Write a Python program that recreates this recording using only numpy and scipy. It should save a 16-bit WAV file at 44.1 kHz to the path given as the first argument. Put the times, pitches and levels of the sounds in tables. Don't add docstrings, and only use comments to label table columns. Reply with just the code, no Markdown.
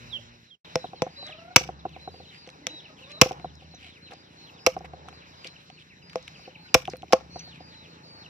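import sys
import numpy as np
from scipy import signal
from scipy.fft import rfft, irfft
from scipy.io import wavfile
from scipy.ndimage import uniform_filter1d

SR = 44100
rng = np.random.default_rng(int(sys.argv[2]) if len(sys.argv) > 2 else 0)


def generate_wav(signal):
    frames = np.transpose(np.atleast_2d(signal))
    scaled = np.clip(frames, -1, 1) * 32767
    pcm = np.round(scaled).astype(np.int16)
    wavfile.write(sys.argv[1], SR, pcm)


N = 365588

# top_db, block_db, bone_db, thump_db,
# ground_db, blade_db, crack_db; splinter length_ms, land_ms (delay of the blow on the block)
CHOPS = [(0.756, -24, -34, 3.5, -22, 0, -25, -46, -9, 3.35, 0.38),
         (1.02, -29.5, -47, 8, 3, 5, -29.5, -19, -0.5, 5.2, 0.58),
         (1.56, -2.5, -18, -18.5, -12, -10.5, -28.5, -20, -7, 7.1, 1.58),
         (2.668, -24.5, -26.5, -13, -18, -16, -35, -42.5, -1, 4.8, 1.1),
         (3.214, -2.5, -15.5, -8, -12.5, -6, -23.5, -38, -8, 7.2, 3.16),
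         (4.6641, -11.5, -14, 1.5, -18, -23.5, -22.5, -28, 0, 8, 5.14),
         (6.1567, -30.5, -27, 12, 1.5, 1, -24, -21, -2.5, 2.1, 0.26),
         (6.7427, -4, -13.5, -3, -4, -8.5, -20, -44, -1.5, 9.8, 6.15),
         (7.1242, -17, -35, -12, -6, -29, -47, -45, -15, 15.6, 2.66),
         (7.132, -10.5, -26.5, 7.5, 7.5, -4.5, -27, -36, -9.5, 3.8, 0.41)]
# pitch_hz, level_db, t60_s; the thump is the stump rocking on the soil
BLOCK = [(515, 0, 0.078), (560, -12, 0.035), (660, -3.5, 0.055), (810.4, -16, 0.066), (865, -18.5, .035),
         (1260, -22.5, 0.032), (395, -28, 0.06)]
BONE = [(753.4, 1.5, 0.026), (1012, -1.5, 0.028), (1280, -9, .015), (352.4, -11, 0.042)]
THUMP = [(158.2, -8, 0.045), (267, 4.5, 0.01)]
BLADE = [(5960, 0, .1), (5500, -8, .03), (4060, -16, .04), (3350, -14, .05)]
# centre_hz, width_hz, level_db; splintering bone, its top treble, and settling meat
SPLINTER = [(1299, 690, 4), (2500, 800, 6), (3900, 1750, -3.5), (5540, 640, 3.5)]
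TOP = [(8380, 3400, -17), (10760, 2500, -15), (13410, 1500, -16.5)]
SETTLE = [(161, 28, -1), (388.5, 152, 2.5), (847, 390, -5)]

PORT_PHASE = 0.16
THUMP_PHASE = 0.35
PORT_LAG = 17
SING_HZ = 5607


def amp(db):
    return 10 ** (np.asarray(db) / 20)


def unit(x):
    return x / np.sqrt(np.mean(x ** 2))


def band(x, hz, width):
    return signal.lfilter(*signal.iirpeak(hz, hz / width, SR), x)


def resonances(x, table):
    return sum((-1) ** k * amp(db) * band(x, hz, width) for k, (hz, width, db) in enumerate(table))


def ring(modes, push_ms, detune, bounces=1, phase=0):
    t = np.arange(SR // 5) / SR
    ports = np.array([[-1], [1]])
    y = 0
    for (hz, db, t60_s), shift in zip(modes, detune):
        port_phase = (phase + PORT_PHASE * (hz / 500) ** 2) * ports
        y = y - amp(db) * np.sin(2 * np.pi * hz * (1 + shift) * t + port_phase) * 1000. ** (-t / t60_s)
    one_push = np.pad(np.hanning(3 + int(push_ms * SR / 1000)), (0, 30))
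    push = np.tile(one_push, bounces)
    y = signal.fftconvolve(y, push[None])[:, :len(t)]
    return y / np.abs(y).max()


def burst(noise, table, ms, fall_ms):
    t_ms = np.arange(noise.shape[-1]) * 1000 / SR
    envelope = np.exp(-1.4 * t_ms / ms - np.maximum(t_ms - ms, 0) / fall_ms)
    y = resonances(noise * envelope, table)
    return y / np.sqrt(9 * np.mean(y ** 2) * t_ms[-1] / (ms + 1))


def add(out, s, x, lag=0):
    for c, row in enumerate(np.broadcast_to(x, (2, x.shape[-1]))):
        i = int(s * SR + (lag if c == 0 else 0))
        out[c, i:i + len(row)] += row[:N - i]


def walk(rate):
    k = int(SR / rate)
    steps = np.repeat(rng.standard_normal(N // k + 1), k)
    return 1.3 * uniform_filter1d(uniform_filter1d(steps, k), k)[:N]


def calls(tables, lags, overtones_db, rough, flutter_hz, edge_s):
    out = np.zeros((2, N))
    flutter = walk(flutter_hz)
    overtones_db = np.broadcast_to(overtones_db, (len(tables), np.shape(overtones_db)[-1]))
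    for table, lag, overtones in zip(tables, lags, overtones_db):
        s, hz, db = np.transpose(table)
        t = np.arange(s[0], min(s[-1], (N - 2) / SR), 1 / SR)
        wobble = flutter[int(s[0] * SR):][:len(t)]
        glide = uniform_filter1d(np.interp(t, s, hz), size=500, mode="nearest")
        phase = 2 * np.pi * np.cumsum(glide * (1 + 0.037 * rough * wobble)) / SR
        edge = np.clip(np.minimum(t - s[0], s[-1] - t) / edge_s, 0, 1)
        tone = sum(amp(o) * np.sin((k + 1) * phase) for k, o in enumerate(overtones))
        level = np.sqrt(2) * amp(np.interp(t, s, db) + 2.9 * rough * wobble)
        add(out, s[0], level * edge * tone, lag)
    return out


def chops():
    top_share = 0.35
    crack_ms = 0.6
    crumble_db, crumble_ms = -25, 26
    body_low_hz = 330
    out = np.zeros((2, N))
    for s, db, top_db, block_db, bone_db, thump_db, _, blade_db, crack_db, ms, land_ms in CHOPS:
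        noise, detune = rng.standard_normal((3, 2048)), rng.standard_normal((4, 8))
        grit = (noise[0] + 1.4 * noise[1:]) * amp(4 * rng.standard_normal(64).repeat(32))
        splinters = burst(grit, SPLINTER, ms, 2.8)
        splinters = splinters + amp(top_db) * burst(grit, TOP, top_share * ms, 1.6)
        add(out, s, amp(db) * splinters)
        crumble = burst(grit[::-1], SETTLE[1:] + SPLINTER[:2], crumble_ms, 7.4)
        add(out, s, amp(db + crumble_db) * crumble)
        add(out, s, amp(db + crack_db) * burst(noise[1:], SPLINTER, crack_ms, 0.27))
        add(out, s, amp(db + blade_db) * ring(BLADE, 0.05, 0.00089 * detune[0]))
        body = amp(block_db) * ring(BLOCK, 0.25, 0.005 * detune[1])
        body = body + amp(bone_db) * ring(BONE, 0.4, 0.04 * detune[2])
        body = signal.lfilter(*signal.butter(2, body_low_hz, "high", fs=SR), body)
        thump = amp(thump_db) * ring(THUMP, 0.95, 0.11 * detune[3], phase=THUMP_PHASE)
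        add(out, s + land_ms / 1000, amp(db) * (body + thump))
    return out


def knocks():
    # block_db, click_db
    bumps = [(0.843, -28, -9, -36), (0.933, -34, -6, -15), (1.066, -29.5, -2, -29), (1.227, -39.5, -6, -5),
             (1.292, -41, -5, -6.5), (1.61, -32, 3, -23), (1.654, -45, 6, -18), (1.69, -26, -7, -18.5),
             (1.853, -22, -8, -41), (1.963, -36, -5, -12), (2.076, -28, -6, -24.5),
             (2.141, -41.5, 2.5, -19), (2.201, -41, 2.5, -20.5), (2.474, -46.5, 13.5, -3),
             (3.259, -26, 11, -17), (3.31, -22.5, -2.5, -16), (3.398, -40.5, -1.5, 0.5),
             (3.445, -23, -8.5, -30), (3.621, -45, -0.5, -18.5), (3.738, -43, 0, -19.5),
             (4.107, -42.5, 1, -6), (4.121, -40, 2, -6), (4.134, -38.5, -4, -9), (4.766, -20, -11, -23),
             (4.807, -32.5, -5, -37), (4.844, -34.5, -5, -16), (4.935, -29, -7, -14.5),
             (5.056, -43, -2.5, -15), (5.082, -35.5, -10, -21), (5.128, -43, -13.5, 1),
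             (5.452, -44, 13.5, 10), (5.7, -38.5, -19, 0.5), (6.394, -44, -24.5, -0.5),
             (6.477, -33, 7, -17), (6.88, -16.5, -24, -23), (6.935, -32.5, 16, 4), (7.031, -25, -15, -20),
             (7.106, -36.5, -16.5, -25), (7.359, -23, -4, -20.5), (7.475, -39, -11, -15),
             (7.605, -33, 0, -20.5)]
    settle_db, settle_s = -15.5, 0.009
    out = np.zeros((2, N))
    for s, db, block_db, click_db in bumps:
        noise, detune = rng.standard_normal((2, 1024)), rng.standard_normal((3, 8))
        bone = ring(BONE, 0.55, 0.02 * detune[0], bounces=3)
        bone += 0.5 * ring(BONE, 0.26, 0.013 * detune[2])
        bone += 0.14 * ring(THUMP, 0.58, 0.074 * detune[2], phase=THUMP_PHASE)
        block = amp(block_db - 12.5) * ring(BLOCK, 1.26, 0.0038 * detune[1])
        add(out, s, amp(db) * (0.38 * bone + block))
        click = burst(band(noise, 1800, 2500), SPLINTER[:2], 0.79, 2.5)
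        add(out, s, amp(db + click_db) * click)
        meat = burst(noise[0] + 0.51 * noise[::-1], SETTLE, 5, 2.4)
        add(out, s + settle_s, amp(db + settle_db) * meat)
    return out


def ticks():
    # start_s, level_db, centre_hz, top_db relative to the level, length_ms
    scrapes = [(1.267, -49, 5300, -45.5, 3.6), (1.893, -52, 2280, -32.5, 2.1), (2.466, -52, 1800, -40, 2.5),
               (2.475, -52, 5500, -35.5, 2.1), (2.49, -44, 1400, -40, 4.9), (2.501, -48.5, 3850, -32, 2.8),
               (3.117, -49, 5450, -37.5, 2.6), (3.319, -41.5, 3250, -40, 2.9),
               (3.553, -53.5, 5480, -34.5, 4), (3.7472, -58.5, 5930, -30.5, 1.9),
               (4.1112, -49.5, 3420, -22, 9.3), (4.135, -50.5, 4600, -37.5, 6.4),
               (4.7897, -49.5, 5050, -25, 2.5), (4.846, -43.5, 1930, -41, 8.3),
               (5.0858, -37, 1430, -41, 7.1), (5.4448, -34, 2500, -35, 5.4), (5.47, -37.5, 4300, -44, 7.3),
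               (5.701, -43.5, 2800, -35.5, 2.5), (6.097, -41, 2360, -38, 5.7),
               (6.1308, -41.5, 1620, -33.5, 8.7), (6.1814, -53, 2980, -29, 2.6),
               (6.2265, -47.5, 4820, -36.5, 2.9), (6.2783, -32, 2100, -35.5, 4.7),
               (6.8528, -29.5, 2420, -35.5, 3.1), (6.8753, -31, 2770, -41, 2.7),
               (6.899, -38, 5070, -30, 5.1), (6.958, -41.5, 1510, -28, 2.5), (6.969, -50.5, 4340, 0, 4.1),
               (7.022, -37.5, 2500, -61.5, 1.4), (7.082, -48.5, 2390, -41, 2.9),
               (7.393, -44, 5620, -23.5, 3.7)]
    sing_db, faint_db = 6, -27
    out = np.zeros((2, N))
    for s, db, hz, top_db, ms in scrapes:
        noise = rng.standard_normal((3, 1024))
        grit = (noise[0] + 0.9 * noise[1:]) * amp(4 * rng.standard_normal(32).repeat(32))
        colour = [(hz, 1200, 0)] + [(f, w, d - 14) for f, w, d in SPLINTER]
        scrape = burst(band(grit, hz, 2000), colour, ms, 0.42)
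        scrape = scrape + amp(top_db) * burst(grit, TOP, ms, 0.91)
        add(out, s, amp(db) * scrape)
        blade_db = sing_db if hz > SING_HZ else faint_db
        add(out, s, amp(db + blade_db) * ring(BLADE, 0.05, np.zeros(4)))
    return out


def thuds():
    # pitch_hz, level_db, t60_s
    soil = [(52, -5.5, 0.06), (87, 0, 0.055)]
    # after_chop_s, pitch_hz, level_db
    quiver = [(.03, 66.02, -62), (.35, 76.15, -64), (.75, 86, -71.5)]
    ground_phase = 0.7
    quiver_from_db = -14
    out = np.zeros((2, N))
    for s, db, *_, ground_db, _, _, _, land_ms in CHOPS:
        boom = ring(soil, 1.8, 0.11 * rng.standard_normal(2), phase=ground_phase)
        add(out, s + land_ms / 1000, amp(db + ground_db) * boom)
    hard = [row[0] for row in CHOPS if row[1] > quiver_from_db]
    tones = [[(s + late, hz, db) for late, hz, db in quiver] for s in hard]
    return out + calls(tones, [40] * len(hard), [0, -4], 0.9, 20, 0.03)


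def scratches():
    # start_s, length_s, level_db, centre_hz
    rustles = [(1.22, 0.12, -60.5, 2000), (2.12, 0.068, -70, 2780), (2.294, 0.11, -63, 2270),
               (2.962, .09, -65.5, 2900), (3.088, 0.044, -56.5, 2580), (3.578, 0.079, -67, 2800),
               (3.778, 0.15, -58, 2570), (4.104, .04, -55, 910), (4.845, 0.021, -51, 1600),
               (5.433, 0.067, -52, 2600), (5.784, 0.053, -59, 3100), (7.532, 0.051, -56.5, 2600),
               (7.294, 0.13, -61, 5800), (5.588, .045, -64, 2900), (1.948, 0.12, -70.5, 2400),
               (3.331, .09, -67, 1050), (6.892, 0.081, -59.5, 1500), (6.9, .04, -56, 4500)]
    out = np.zeros((2, N))
    for s, length, db, hz in rustles:
        noise = rng.standard_normal((3, 8192))
        grain = np.minimum(rng.exponential(size=128), 3).repeat(64)
        width_hz = 150 if hz > SING_HZ else 1200
        grit = (noise[0] + noise[1:]) * amp(3 * grain)
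        grit = band(band(grit, hz, width_hz), hz, 2 * width_hz)
        n = int(length * SR)
        add(out, s, amp(db) * unit(grit)[:, :n] * np.hanning(n) ** 0.5, PORT_LAG)
    return out


def near_chick():
    # time_s, pitch_hz, level_db (before the balance below)
    falls = [
        [(0.088, 4120, -62), (.122, 3780, -50), (0.134, 3320, -37), (0.166, 3084, -37), (0.186, 2500, -50)],
        [(0.45, 4300, -76), (.502, 3760, -60.5), (0.513, 3260, -47.5), (.545, 3150, -49.5), (0.562, 2600, -54)],
    ]
    left_right_db = [[-6], [3]]
    return calls(falls, [-11] * 2, [0, -45], 0.028, 80, 0.01) * amp(left_right_db)


def peeps(rows):
    # pitch_hz, gain_db
    carry = [(1700, 4), (2600, 6), (3100, -1.5), (3600, -4.5), (4100, 3.5), (4550, 1.5), (5200, 1.5)]
    held_s = 0.02
    rise, sag = 0.045, 0.03
    arch = 0.3
    bend = 2.8
    swell_db = 5.5
    s, hold, drop, hz, end_hz, db = np.transpose(rows)
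    hold = np.maximum(hold, 0)
    held = hold > held_s
    knee_hz = hz * (1 - sag * held)
    part = np.linspace(0, 1, num=8)[:, None]
    times = np.vstack([s, s + hold * arch, s + hold + part * drop])
    fall_hz = knee_hz + part ** np.where(held, bend, 1) * (end_hz - knee_hz)
    pitch = np.vstack([hz * (1 - rise * held), hz, fall_hz])
    level = np.vstack([db - swell_db, db - swell_db / 2, db + 0 * part])
    level = level + np.interp(pitch, *np.transpose(carry))
    return np.transpose([times, pitch, level], (2, 1, 0))


def brood():
    # start_s, hold_s, drop_s, note_hz, end_hz, level_db (before the gain by pitch)
    notes = [(0.646, 0.0027, 0.014, 4010, 3080, -60.5), (0.788, 0.05, 0.037, 4070, 2700, -63.5),
             (0.955, 0.01, .066, 4420, 3400, -68), (1.1, 0.16, 0.022, 4880, 4600, -70.5),
             (1.16, 0.1, 0.033, 4060, 2750, -55.5), (1.29, 0.0011, 0.047, 4090, 2265, -59),
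             (1.315, 0.011, 0.033, 3800, 2680, -66), (1.366, 0.0056, 0.039, 3210, 2590, -67.5),
             (1.51, 0, 0.028, 4350, 3900, -73.5), (1.79, 0, 0.025, 4230, 3240, -65),
             (1.906, 0.0097, 0.054, 3510, 1987, -69.5), (1.93, 0, 0.034, 4150, 3260, -68.5),
             (1.99, 0.095, 0.013, 4090, 3510, -63.5), (2.11, 0.034, 0.12, 4760, 2604, -69.5),
             (2.278, 0.00075, 0.032, 3950, 3430, -65), (2.244, 0.057, 0.012, 4045, 3870, -66.5),
             (2.297, 0.025, 0.011, 3180, 2800, -65.5), (2.34, 0.055, 0.085, 4880, 2620, -67.5),
             (2.63, 0.02, 0.032, 2045, 1914, -73), (2.68, 0.0061, 0.022, 3470, 2500, -64.5),
             (2.681, 0.1, 0.029, 3950, 2760, -54.5), (2.842, 0.0093, 0.018, 3010, 2430, -60.5),
             (2.965, 0, 0.034, 3570, 2500, -66.5), (3.02, 0.0019, 0.022, 3010, 2510, -63),
             (3.036, 0, 0.053, 3950, 3480, -63.5), (3.105, 0.058, 0.032, 4080, 3600, -57.5),
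             (3.41, 0.041, 0.06, 4140, 2700, -67.5), (3.45, 0.0014, 0.035, 3840, 2710, -69),
             (3.59, 0, 0.029, 3360, 2420, -72), (3.564, 0.0029, 0.039, 4150, 3410, -69),
             (3.645, 0, 0.019, 3420, 2500, -69.5), (3.686, 0, 0.014, 4220, 3480, -69.5),
             (3.705, 0.037, 0.056, 4210, 2750, -66), (3.832, 0.027, 0.13, 4020, 1860, -67.5),
             (3.878, 0.029, .027, 3840, 2570, -68), (4.016, 0.046, 0.032, 4180, 3820, -63.5),
             (4.055, 0.0023, .022, 4050, 2400, -64.5), (4.072, 0, 0.023, 3480, 2050, -66.5),
             (4.147, 0.063, 0.018, 4950, 4600, -69.5), (4.22, 0, 0.068, 3900, 2976, -71),
             (4.374, 0.064, 0.041, 4280, 2500, -63.5), (4.47, 0.016, 0.019, 3300, 2427, -61),
             (4.53, 0.025, 0.045, 3800, 2210, -65.5), (4.575, 0.1, .011, 5180, 5170, -66),
             (4.59, 0.032, 0.0089, 4730, 4580, -66), (4.716, 0.0031, 0.02, 3220, 2710, -62),
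             (4.79, .03, 0.094, 4030, 3860, -78), (5.13, 0.0055, 0.05, 4900, 4200, -67.5),
             (5.23, 0.08, .03, 4680, 4500, -76.5), (5.1, 0.088, .035, 4140, 4030, -67.5),
             (5.192, 0.014, 0.023, 3390, 2440, -66.5), (5.243, 0, 0.023, 3790, 2620, -67),
             (5.318, 0.0028, .035, 4080, 2730, -68), (5.37, 0.076, .015, 4940, 4530, -63.5),
             (5.47, 0.041, 0.028, 4200, 3900, -65.5), (5.554, 0.005, 0.012, 3220, 2360, -58),
             (5.66, 0.08, 0.042, 4530, 4100, -69.5), (5.77, 0.0016, 0.023, 3170, 2240, -63),
             (5.896, 0, 0.051, 2940, 1720, -66.5), (5.955, 0.03, 0.019, 4040, 3900, -69.5),
             (6.016, 0, 0.018, 3210, 2450, -63), (6.02, 0.021, .1, 5080, 4290, -65),
             (6.33, .1, 0.044, 4650, 4190, -64.5), (6.34, 0.0046, 0.024, 3400, 2340, -59.5),
             (6.446, 0.0063, 0.015, 3070, 2340, -59), (6.49, 0.0088, .02, 3100, 2605, -64.5),
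             (6.546, 0.0026, 0.019, 3180, 1996, -55.5), (6.675, 0.0036, 0.02, 3200, 2280, -63),
             (6.576, 0.08, 0.049, 4240, 2210, -63.5), (6.62, 0.12, .02, 4930, 4800, -66.5),
             (6.94, 0.04, 0.049, 4250, 3200, -67), (7.308, 0.057, 0.051, 4260, 2500, -58),
             (7.385, 0.015, .022, 2776, 1910, -63.5), (7.3, 0.14, 0.1, 4570, 2540, -57),
             (7.33, .13, 0.02, 4730, 4450, -65), (7.596, 0.06, 0.1, 4900, 2470, -61.5),
             (7.67, 0.029, .035, 3900, 2650, -69), (7.722, 0.075, 0.068, 4080, 2610, -57.5),
             (7.87, 0.031, .04, 4530, 4080, -64), (7.97, 0, .05, 3210, 2850, -75),
             (8.03, .165, 0.059, 4570, 2480, -56), (8.09, 0.048, 0.0076, 4780, 4680, -68),
             (8.17, 0, 0.034, 3220, 1980, -75.5), (8.23, 0.07, .01, 3994, 3980, -62),
             (8.255, 0, 0.015, 3210, 2500, -51)]
    return calls(peeps(notes), [15] * len(notes), [0, -36], 0.16, 60, 0.0056)


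def croons():
    # start_s, length_s, first_hz, last_hz, last level_db (before the throb), overtones_db
    voice = [(0.126, 0.031, 1065, 1004, -56, -11), (0.162, 0.044, 580, 570, -61, -19),
             (1.165, 0.38, 541.4, 733, -61, -8), (2.579, 0.2, 277, 312.3, -64.5, -10),
             (2.87, .11, 269, 255, -67.5, -13.5), (2.877, 0.063, 628, 625, -70, -2.5),
             (2.981, 0.21, 488, 604, -67, -6), (3.818, 0.0696, 835, 644, -72, -6),
             (6.54, 0.11, 891, 823, -68.5, -16.5), (6.644, 0.046, 748, 737, -76.5, 11.5)]
    bend, swell_db_per_s = 0.8, 19.5
    s, length, first_hz, last_hz, db, over_db = np.transpose(voice)
    part = np.linspace(0, 1, num=9)[:, None]
    pitch = first_hz + (last_hz - first_hz) * part ** bend
    level = db - swell_db_per_s * length * (1 - part)
    tables = np.transpose([s + part * length, pitch, level], (2, 1, 0))
    overtones = np.transpose([0 * db, over_db, 1.5 * over_db - 3])
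    hen = calls(tables, [8] * len(voice), overtones, 0.6, 80, 0.015)
    throb_hz = 30 + 4 * walk(12)
    return hen * (1 + 0.7 * np.sin(2 * np.pi * np.cumsum(throb_hz) / SR))


def far_chicks(db, count):
    s, note, hold, drop, loud = rng.random((count, 5)).T
    hz = 2900 + 1700 * note
    hold_s = 0.0027 + 0.048 * hold ** 4
    drop_s = 0.01 + 0.025 * drop
    rows = np.transpose([s * 8.2, hold_s, drop_s, hz, hz * 0.72, db + 9 * loud])
    return calls(peeps(rows), [PORT_LAG] * count, [0], 0.3, 60, 0.012)


def echoes(x):
    t60_s, level_db = 0.26, -23
    delay_s, low_hz = 0.0009, 744
    wall_s, wall_spread_s, wall_db = 0.04, 0.012, 4
    patchy_db = 4
    t = np.arange(int(0.5 * SR)) / SR
    tail = rng.standard_normal((2, len(t))) * 1000. ** (-t / t60_s) * np.clip((t - delay_s) / 0.0094, 0, 1)
    lumps = uniform_filter1d(rng.standard_normal(len(t) // 150).repeat(150), size=60)
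    tail *= amp(patchy_db * lumps + wall_db * np.exp(-((t - wall_s) / wall_spread_s) ** 2))
    tail = signal.lfilter([1], [1, -0.1], tail)
    tail = signal.lfilter(*signal.butter(2, low_hz, "high", fs=SR), tail)
    tail = tail / np.sqrt(np.sum(tail ** 2) / 2)
    return amp(level_db) * signal.fftconvolve(x, tail, axes=1)[:, :N]


def hum():
    # time_s, pitch_hz, level_db
    motor = [(0, 118.1, -56), (.3, 116.1, -64), (.58, 116.8, -74)]
    return calls([motor], [0], [-1.5, -3.0, -12.0, -23, -20.5], 0.35, 22.5, 0.0047)


def whine():
    # time_s, pitch_hz, level_db
    thin_tone = [(7.35, 870, -78), (7.5, 870, -68), (8.25, 860, -69)]
    return calls([thin_tone], [PORT_LAG], [0], 0.32, 30, 0.019)


def engine():
    # time_s, firing_hz, level_db
    idle = [(.6, 28.27, -73), (.64, 28.28, -71.5), (2.799, 28.27, -72), (4.001, 28.63, -66),
            (4.6, 28.96, -68), (6.0, 28.79, -67.5), (7.4, 28.45, -60), (8.29, 27.7, -61)]
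    # centre_hz, width_hz, level_db
    exhaust = [(79.44, 42, 1), (160, 120, 1.5), (300, 110, 1), (418, 68, -5.5)]
    s, hz, db = np.transpose(idle)
    t = np.arange(N) / SR
    firings = np.cumsum(np.interp(t, s, hz) * (1 + 0.002 * walk(15))) / SR
    size = amp(1.5 * rng.standard_normal(400))[firings.astype(int)]
    puffs = np.diff(firings // 1, prepend=0) * size
    return unit(resonances(resonances(puffs, exhaust), exhaust)) * amp(np.interp(t, s, db))


def drone(table, alike):
    noise = rng.standard_normal((3, N))
    mix = noise[0] + np.sqrt(1 - alike) * noise[1:]
    return unit(resonances(resonances(mix, table), table))


def traffic(t):
    # time_s, deep_db (under 110 Hz), low_db (over it, before the swell)
    levels = [(0, -56, -53), (0.25, -62, -77), (0.46, -76, -71.5), (2.6, -78, -72), (4.5, -77, -71),
              (6.3, -69, -62), (7.1, -82, -70.5), (7.55, -75, -62.5), (8.29, -69.5, -62.5)]
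    # centre_hz, width_hz, level_db a pass
    deep_bands = [(80, 87, 0.025), (48.4, 15, 0.0022)]
    low_bands = [(132, 15, -1.5), (168.4, 22, 1), (214.6, 40, -8.5)]
    swell_db, rise_s, fall_s = 38, 0.13, 0.17
    softest_db = -27
    s, db = np.transpose(CHOPS)[:2, :, None]
    since = np.maximum(t - s, 0)
    hardness = np.clip(1 - db / softest_db, 0, 1) ** 0.5
    swell = hardness * (1 - np.exp(-since / rise_s)) * np.exp(-since / fall_s)
    s, *columns = np.transpose(levels)
    deep, low = (amp(np.interp(t, s, c)) for c in columns)
    low = low * amp(swell_db * swell.max(axis=0))
    return deep * drone(deep_bands, 0.076) + low * drone(low_bands, 1.0)


def murmur(spectrum, alike, flicker_db, rate):
    hz, db = np.transpose(spectrum)
    f, out = np.fft.rfftfreq(N, 1 / SR) + 1, 0
    noise = rng.standard_normal((3, N))
    stir_db = 0.6 * walk(10)
    common = np.array([np.roll(noise[0], PORT_LAG), noise[0]])
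    both = np.sqrt(alike) * common + np.sqrt(1 - alike) * noise[1:]
    both = rfft(both) * amp(np.interp(np.log(f), np.log(hz), db))
    for centre in hz[0] * 2 ** np.arange(0, np.log2(hz[-1] / hz[0]) + 0.5, 0.5):
        share = np.clip(1 - 2 * np.abs(np.log2(f / centre)), 0, 1)
        level_db = flicker_db * walk(rate) + (1 + centre / 7000) * stir_db
        out = out + irfft(both * share, N) * amp(level_db)
    return unit(out)


def bustle(t):
    # time_s, bustle_db, flock_db
    levels = [(0.0, -53.5, -53.5), (0.46, -72, -64), (0.69, -64, -64.5), (0.9, -69.5, -70),
              (1.29, -69, -68.5), (1.55, -69, -69), (2.12, -69, -70.5), (2.5, -66.5, -68),
              (3.141, -66.5, -65), (3.35, -59, -65.5), (3.58, -70.5, -70.5), (4.34, -65, -64),
              (4.99, -61, -67.5), (5.29, -64, -61.5), (5.93, -67.5, -64.5), (6.28, -62, -60),
              (6.931, -67.5, -65.5), (7.551, -59.5, -60), (8.29, -59.5, -58.5)]
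    # pitch_hz, level_db per Hz
    bustle_spectrum = [(150, -25.5), (250, -5), (509, -4), (679, -7), (849, -5), (1040, -7), (1800, -15),
                       (2340, -37), (3960, -120)]
    flock_spectrum = [(880, -23.5), (1500, -5), (2660, -4), (3410, -11.5), (3960, -0.5), (4550, -13.5),
                      (5490, -8), (7540, -27.5), (8240, -31), (9750, -35), (11500, -36.5), (12400, -36.5),
                      (13700, -30.5), (16000, -56.5)]
    s, *columns = np.transpose(levels)
    mid, high = (amp(np.interp(t, s, c)) for c in columns)
    return mid * murmur(bustle_spectrum, 0.7, 2.5, 12) + high * murmur(flock_spectrum, 0.65, 2.6, 30)


def scene():
    # time_s, gain_db
    fade = [(0, 2.5), (.3, 6), (.45, 5), (.55, -5.5), (.585, -31), (0.641, -55), (0.648, 13), (8.3, 3)]
    dip_hz, dip_width_hz, dip_share = 1721, 1100, 0.65
    bird_echo = 4.6
    t = np.arange(N) / SR
    yard = traffic(t) + engine() + hum() + bustle(t)
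    near = near_chick()
    birds = near + brood() + far_chicks(db=-81, count=220) + croons() + whine()
    hits = chops() + knocks() + ticks()
    hits = signal.sosfilt(signal.butter(2, 130, "high", fs=SR, output="sos"), hits)
    hits = hits - dip_share * band(hits, dip_hz, dip_width_hz)
    wash = echoes(hits + bird_echo * (birds - near / 2))
    s, db = np.transpose(fade)
    return (yard + birds + hits + thuds() + scratches() + wash) * amp(np.interp(t, s, db))


def record(dry):
    low_hz, top_hz = 52, 15700
    clipped = np.clip(dry, -0.93, 0.93)
    wet = signal.sosfilt(signal.butter(3, low_hz, "high", fs=SR, output="sos"), clipped)
    return signal.sosfilt(signal.ellip(10, 0.2, 70, top_hz, fs=SR, output="sos"), wet)


dry = scene()
out = record(dry)
generate_wav(out)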